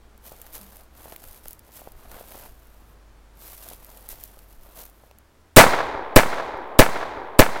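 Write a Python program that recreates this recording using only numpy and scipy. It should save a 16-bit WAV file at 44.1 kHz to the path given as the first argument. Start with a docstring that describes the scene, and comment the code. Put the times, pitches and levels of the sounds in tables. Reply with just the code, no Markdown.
"""Four pistol shots on a lawn

A lawn ringed by trees, one microphone an arm's length from a small pistol, an engine droning far off.
A sleeve rustles and the grip ticks and knocks as the gun is raised; then four blasts wake the same echoes.
The recorder overloads and its gain control ducks, so the first shot is the biggest."""
import sys
import numpy as np
from scipy import signal
from scipy.fft import rfft, irfft
from scipy.io import wavfile

SR = 44100
rng = np.random.default_rng(int(sys.argv[2]) if len(sys.argv) > 2 else 0)


def store_wav(level_fs):
    """Save 16-bit WAV to argv[1]."""
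    pcm = np.round(np.clip(np.atleast_2d(level_fs), -1, 1) * 32767)
    wavfile.write(sys.argv[1], SR, pcm.T.astype(np.int16))


N = 335160
TIME = np.arange(N) / SR


def from_db(db):
    """Decibels to gain."""
    return 10 ** (np.asarray(db) / 20)


def rms_one(x):
    """Scale to unit rms."""
    return x / np.sqrt(np.mean(x ** 2) + 1e-20)


def at_hz(rows, hz):
    """Each column of a spectrum at the given frequencies."""
    points, *columns = np.transpose(rows)
    return [np.interp(np.log(hz + 1), np.log(points), c) for c in columns]


def cut(x, hz, kind="low", order=2):
    """Butterworth low- or high-pass."""
    return signal.sosfilt(signal.butter(order, hz, kind, fs=SR, output="sos"), x + 1e-18)


def tint(x, spectrum):
    """Give a noise the colour of a spectrum; rms 1."""
    level_db = at_hz(spectrum, np.arange(N // 2 + 1) * SR / N)[0]
    return rms_one(irfft(rfft(x) * from_db(level_db), N))


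def grains(spread_db):
    """White noise made of many tiny impulses of unequal size."""
    sizes_db = spread_db * np.minimum(rng.standard_normal(N), 2)
    return rms_one(rng.standard_normal(N) * from_db(sizes_db))


def flicker(spread_db, top_hz):
    """A gain that wavers at random about 1."""
    return from_db(spread_db * rms_one(cut(rng.standard_normal(N), top_hz)))


def swell(centre_s, width_s):
    """A bell-shaped envelope."""
    return np.exp(-((TIME - centre_s) / width_s) ** 2 / 2)


def fade(t60, start=0):
    """An envelope that jumps to 1 and dies away."""
    return (TIME >= start) * from_db(-60 * np.maximum(TIME - start, 0) / t60)


def play(events, response):
    """One response, sounded at every (t/s, level/dB)."""
    out = np.zeros(N)
    for s, db in events:
        at = round(s * SR)
        out[at:] += from_db(db) * response[:N - at]
    return out


def far_engine():
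    """A distant engine hums at its firing rate, slows and revs up again."""
    # engine speed and loudness: t/s, firing rate/Hz, level/dB
    revs = [(0, 56.5, -53.5), (.6, 55.2, -56), (1.05, 60.5, -55), (1.25, 62.6, -64), (1.7, 56.1, -58.5),
            (2.3, 53.2, -55), (3.0, 50.7, -51.5), (4.0, 47, -52), (4.85, 46.9, -50.5), (5.05, 56.5, -57),
            (5.45, 80, -59.5), (5.7, 84.8, -48), (7.6, 85.3, -44)]
    s, hz, db = np.transpose(revs)
    phase = 2 * np.pi * np.cumsum(np.interp(TIME, s, hz)) / SR
    return from_db(np.interp(TIME, s, db)) * np.sqrt(2) * np.sin(phase)


def open_air():
    """Low puffs and a soft rumble on the microphone, over the hush of the lawn."""
    # low puffs: t/s, level/dB
    puffs = [(.58, -56), (1.29, -49), (1.47, -57), (1.965, -44), (2.11, -47), (2.5, -46), (4.16, -49),
             (4.42, -51.5), (4.59, -42), (4.8, -52)]
    # spectrum of the still air: f/Hz, level/dB
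    hush = [(41, -39.5), (70, -8.5), (174, -20.5), (195, -20.5), (233, -15.5), (268, -21.5), (314, -17.5),
            (351, -19.5), (566, -21.5), (1250, -24.5), (2600, -33.5), (12500, -45.5), (16000, -54)]
    envelope = from_db(-57.5) + sum(from_db(db) * swell(s, width_s=0.033) for s, db in puffs)
    rumble = rms_one(cut(cut(rng.standard_normal(N), 23), 12, "high"))
    return from_db(0.5) * envelope * rumble + from_db(-57) * tint(rng.standard_normal(N), hush)


def low_ring(start, hz, db, t60, swell_s):
    """A soft, hollow note rings briefly amid the rustling."""
    envelope = fade(t60, start) - fade(swell_s, start)
    return from_db(db) * np.sin(2 * np.pi * hz * (TIME - start)) * envelope


def stroke(start, length):
    """Speed of the cloth in one stroke: it builds (long strokes more slowly), slackens and dies away."""
    sag_db_per_s, t60 = 7.5, 0.25
    rise_s = min(0.067 + 0.07 * length, length)
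    span = (TIME > start - 2 * rise_s) & (TIME < start + length + t60)
    age = TIME[span] - start
    rise = 0.5 + 0.5 * np.tanh(2 * age / rise_s - 1)
    release_db = 60 * np.maximum(age - length, 0) / t60
    speed = np.zeros(N)
    speed[span] = rise * from_db(-sag_db_per_s * np.maximum(age, 0) - release_db)
    return speed


def sleeve(snags_per_s, snag_db):
    """Close by, fibres catch, snag and slip: a crinkling swish above the duller rubbing of the folds."""
    # the arm rises and reaches out: t/s, length/s, swish level/dB, rubbing level/dB
    strokes = [(0.227, 0.046, -44, -53), (0.255, 0.25, -54.5, -58), (0.518, 0.037, -38.5, -47.5),
               (0.547, 0.26, -53.5, -59), (0.93, .21, -50, -53), (1.15, 0.22, -50.5, -59),
               (1.403, 0.12, -51, -65), (1.614, 0.074, -58, -64), (1.714, 0.056, -43, -59),
               (1.75, .12, -54.5, -55), (1.93, .122, -56.5, -55.5), (2.054, 0.16, -49.5, -48),
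               (2.223, 0.24, -47.5, -51.5), (2.457, 0.463, -63.5, -72), (3.364, 0.18, -46.5, -56.5),
               (3.533, 0.2, -46, -55), (3.722, 0.72, -53, -57.5), (4.082, 0.019, -37.5, -56.5),
               (4.164, 0.078, -47, -67), (4.462, 0.06, -52, -57.5), (4.57, 0.17, -55.5, -56.5),
               (4.735, 0.075, -38.5, -46), (4.83, .24, -62.5, -63)]
    # spectrum of slipping fibres: f/Hz, level/dB
    swish_colour = [(880, -34), (1500, -10.5), (3180, -9), (4500, -9), (8000, -8), (9950, -4.5), (13100, 0),
                    (15100, -2), (16000, -13)]
    # spectrum of rubbing folds: f/Hz, level/dB
    rub_colour = [(150, -9.5), (300, -7.5), (450, -4.5), (650, -1), (850, -4.5), (1300, -9), (1900, -16.5),
                  (3000, -19), (4500, -22), (7000, -50)]
    power = sum((from_db([[swish_db], [rub_db]]) * stroke(start, length)) ** 2
                for start, length, swish_db, rub_db in strokes)
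    swishing, rubbing = np.sqrt(power)
    swish = flicker(spread_db=2.13, top_hz=120) * tint(grains(spread_db=9.5), swish_colour)
    folds = from_db(1) * flicker(spread_db=3.6, top_hz=105) * tint(grains(spread_db=5), rub_colour)
    catches = [(s, snag_db) for s in TIME[rng.random(N) < snags_per_s / SR]]
    snags = play(catches, fade(t60=0.0082)) * tint(rng.standard_normal(N), swish_colour)
    snagging = np.minimum(swishing, from_db(-50.5))  # snags follow the swish up to a ceiling
    return swishing * swish + snagging * snags + rubbing * folds


def grip_ticks(lag_s):
    """Cloth and grip give bright ticks, each with a lower snap; the trigger only ticks."""
    # the sharpest catches of cloth and grip: t/s, tick level/dB, snap level/dB
    catches = [(0.176, -41, -69), (0.321, -32.5, -55), (0.415, -28, -48), (0.465, -35, -48),
               (0.7677, -36, -54), (1.1218, -40, -46.5), (1.1608, -27, -42.5), (1.2387, -36, -46.5),
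               (1.4557, -38, -47), (1.4817, -23.5, -52), (1.5072, -31, -62), (1.53, -28, -57),
               (1.592, -34, -63), (1.919, -37.5, -63), (2.1147, -36, -46), (2.3192, -35, -49),
               (3.7329, -29.5, -46), (3.8454, -32.5, -54), (3.972, -35, -58), (4.0881, -24, -51),
               (4.237, -22.5, -66), (4.3894, -37.5, -54), (4.8528, -31, -53), (4.8968, -39, -61),
               (5.111, -50, -49.5), (5.1849, -37, -58)]
    # the trigger clicks back between shots: t/s, level/dB
    trigger = [(6.574, -33.5), (6.678, -38), (7.275, -42)]
    # spectrum of a tick: f/Hz, level/dB
    tick_colour = [(2000, -40), (5000, -12), (9000, -4.5), (13000, 3), (16000, 0.5)]
    # spectrum of a snap: f/Hz, level/dB
    snap_colour = [(500, 3), (1500, 0), (3000, -0.5), (5500, -7.5), (10000, -13)]
    bright = [(s + lag_s, db) for s, db, _ in catches] + trigger
    lower = [(s + lag_s, db) for s, _, db in catches]
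    ticks = play(bright, fade(t60=0.01)) * tint(rng.standard_normal(N), tick_colour)
    snaps = play(lower, fade(t60=0.0093)) * tint(rng.standard_normal(N), snap_colour)
    return from_db(-0.5) * ticks + from_db(7.5) * snaps


def hand_knocks(lag_s):
    """The hand bumps the camera body; each dull knock rings its modes in a slightly different mix."""
    # knocks of the hand: t/s, level/dB
    knocks = [(0.317, -36.5), (1.055, -36.5), (1.123, -37.5), (1.457, -41), (1.69, -46.5), (1.816, -41),
              (1.872, -32), (2.208, -40), (2.352, -37.5), (3.712, -40), (4.127, -42), (4.37, -42.5),
              (4.66, -45), (5.035, -45), (5.11, -41.5)]
    # modes of the body: f/Hz, level/dB, t60/s
    modes = [(530, -5.5, 0.027), (620, -1, 0.023), (760, 2, 0.013), (1230, -23, .01), (1930, -29, 0.0062),
             (3160, -32, 0.0046)]
    out = np.zeros(N)
    for hz, mode_db, t60 in modes:
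        blows = [(s + lag_s, db + rng.normal(0, 2.1)) for s, db in knocks]
        out += play(blows, from_db(mode_db) * np.sin(2 * np.pi * hz * TIME) * fade(t60))
    return from_db(-1) * out


def scatter(spectrum, build_up_s):
    """Countless small echoes build up; each frequency dies at its own rate."""
    hz, s, cells = signal.stft(tint(grains(spread_db=6.5), spectrum), SR, nperseg=256)
    t60 = at_hz(spectrum, hz)[1]
    tail = signal.istft(cells * from_db(-60 * s / t60[:, None]), SR)[1][:N]
    return tail * (1 - np.exp(-TIME / build_up_s))


def garden_echoes():
    """Bushes answer almost at once, the woods linger in clumps, and groups of trees return soft swells."""
    # scatter from the lawn and bushes nearby: f/Hz, level/dB, t60/s
    near_scatter = [(49.14, -25.5, 0.094), (150, -13.5, 0.28), (300, 2, 0.086), (700, 3.5, 0.15),
                    (1300, -0.5, 0.15), (2250, -6.5, 0.17), (3200, -15.5, 0.15), (6000, -20, 0.19),
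                    (14900, -22.5, 0.16)]
    # scatter from the woods beyond: f/Hz, level/dB, t60/s
    far_scatter = [(40, -1.5, 1.4), (83, -3, 3.5), (163, -9, 0.63), (330, -6.5, 5.7), (632, -3.5, 4.7),
                   (990, -1.5, 3.3), (1290, -5, 2.5), (2112, -7.5, 1.82), (2860, -17.5, 1.77),
                   (3850, -10.5, 1.1), (5200, -16, 0.91), (8000, -15, 0.59), (15170, -21.5, 0.53)]
    # echoes from dense groups of trees: delay/s, level/dB, spread/s, cut-off/Hz
    groves = [(0.075, -29, 0.001, 2510), (0.1, -21, 0.0034, 2570), (.158, -27.5, 0.0055, 5000),
              (0.173, -22, 0.005, 3000), (0.223, -24.5, 0.0045, 5010), (.24, -23, 0.0045, 4000),
              (0.383, -18, 0.0012, 1070), (0.428, -27, 0.0018, 1188)]
    # spectrum of those echoes: f/Hz, level/dB
    grove_colour = [(100, -25), (220, -30), (400, 5), (900, 5.5), (2100, -4), (3000, -16), (6000, -20),
                    (15000, -51)]
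    bushes = from_db(-0.5) * scatter(near_scatter, build_up_s=0.0034)
    woods = from_db(-24) * flicker(spread_db=0.5, top_hz=79) * scatter(far_scatter, build_up_s=0.078)
    twigs = tint(rng.standard_normal(N), grove_colour)
    trees = sum(from_db(db) * swell(delay, spread) * cut(twigs, top_hz)
                for delay, db, spread, top_hz in groves)
    return bushes + woods + trees


def muzzle_blast(suction_db, suction_s):
    """A steep push and a shallow pull, repeated by each hard surface; suction follows the gas cloud."""
    # direct path, then off shooter, ground, trunks and walls: delay/s, level/dB, push/s, cut-off/Hz
    paths = [(0, 23, 0.00061, 14000), (.003, 19.5, 0.00066, 5500), (.0048, 26.5, 0.00032, 5500),
             (.0065, 21.5, 0.0013, 5870), (.027, 6.5, 0.00027, 2980), (0.0287, 11, 0.0002, 2600),
             (0.0354, 7.5, .0003, 2580), (0.0454, -4.5, 0.00018, 3545), (.0722, 6, .00016, 1450),
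             (.0744, 3, .00018, 1300), (.0757, 0, .00019, 1250), (.0985, -4.5, .0005, 1150),
             (0.1758, -6.5, 0.00033, 1200), (0.3791, -14.5, 0.00016, 1100), (0.382, -26.5, 0.0036, 129)]
    out = np.zeros(N)
    age = TIME[:SR // 20]
    for delay, db, push_s, top_hz in paths:
        at = round(delay * SR)
        pulse = (1 - age / push_s) * np.exp(-age / push_s)
        out[at:at + len(age)] += from_db(db) * cut(pulse, top_hz)
    return out - from_db(suction_db) * np.sin(np.pi * np.minimum(TIME / suction_s, 1))


def pistol():
    """The action snaps and gas bursts out; gun and trees stay put, so all shots share one echo pattern."""
    # the shots: t/s, level/dB
    shots = [(5.5671, 21), (6.1615, 18.5), (6.791, 17.5), (7.3915, 16)]
    # striker, firing pin, slide back, slide home: time from the blast/s, level/dB, t60/s
    action = [(-.004, -14.5, 0.0039), (-.0008, -0.5, 0.0082), (.008, 4, 0.014), (0.012, -6, .012),
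              (.043, -21, 0.0087)]
    # spectrum of the clashing steel: f/Hz, level/dB
    steel_colour = [(800, -17.5), (2000, -1), (3800, -1.5), (5500, -7.5), (7500, 1), (11000, -1.5),
                    (16000, -1.5)]
    gas_jet = from_db(18.5) * rng.standard_normal(N) * fade(t60=0.0049)
    report = muzzle_blast(suction_db=-2, suction_s=0.0057) + gas_jet + garden_echoes()
    out = play(shots, report)
    steel = tint(grains(spread_db=9.5), steel_colour)
    for delay, part_db, t60 in action:
        out += steel * play([(s + delay, db + part_db) for s, db in shots], fade(t60))
    return out


def scene():
    """Pistol and handling at arm's length, the lawn behind, all at one microphone."""
    handling = sleeve(snags_per_s=16, snag_db=10.5)
    handling += grip_ticks(lag_s=0.000985) + hand_knocks(lag_s=0.00197)
    note = low_ring(start=0.6, hz=197.5, db=-42, t60=0.33, swell_s=0.077)
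    return (pistol() + handling + note + far_engine() + open_air())[None]


def gain_control(x, threshold_db, depth_db, attack_s, release_db_per_s):
    """Loud peaks pull the gain down slowly; it creeps back more slowly still."""
    excess_db = np.clip(20 * np.log10(np.abs(x) + 1e-9) - threshold_db, 0, depth_db)
    recovery_db = release_db_per_s * TIME
    held_db = np.maximum.accumulate(excess_db + recovery_db) - recovery_db
    return x * from_db(-cut(held_db, 1 / (2 * np.pi * attack_s), order=1))


def bias_sag(x, limit_db, sag_db, recover_hz, coupling_hz):
    """Overload drags the amplifier's bias down; it swings back through the coupling capacitor."""
    choked = 1.0 * (np.abs(x) > from_db(limit_db))
    return -from_db(sag_db) * cut(cut(choked, recover_hz, order=1), coupling_hz, "high")


def overload(x, leak_db, leak_hz):
    """The wave is cut flat, yet a little of the lost treble leaks past the saturated stage."""
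    flat = np.clip(x, -1, 1)
    return flat + from_db(leak_db) * np.tanh(cut(x - flat, leak_hz, "high"))


def record(dry):
    """The recorder: gain control, bias sag, circuit hiss, hard overload and a steep cut at 16 kHz."""
    x = gain_control(dry[0], threshold_db=-17, depth_db=19, attack_s=0.13, release_db_per_s=0.1)
    x += bias_sag(dry[0], limit_db=16.5, sag_db=2, recover_hz=21, coupling_hz=1.1)
    hiss = from_db(-71) * rng.standard_normal(N)
    x = overload(x + hiss, leak_db=-11, leak_hz=1950)
    top_cut = signal.ellip(10, 0.2, 70, 16000, fs=SR, output="sos")
    return signal.sosfilt(top_cut, x)[None]


dry = scene()
out = record(dry)
store_wav(out)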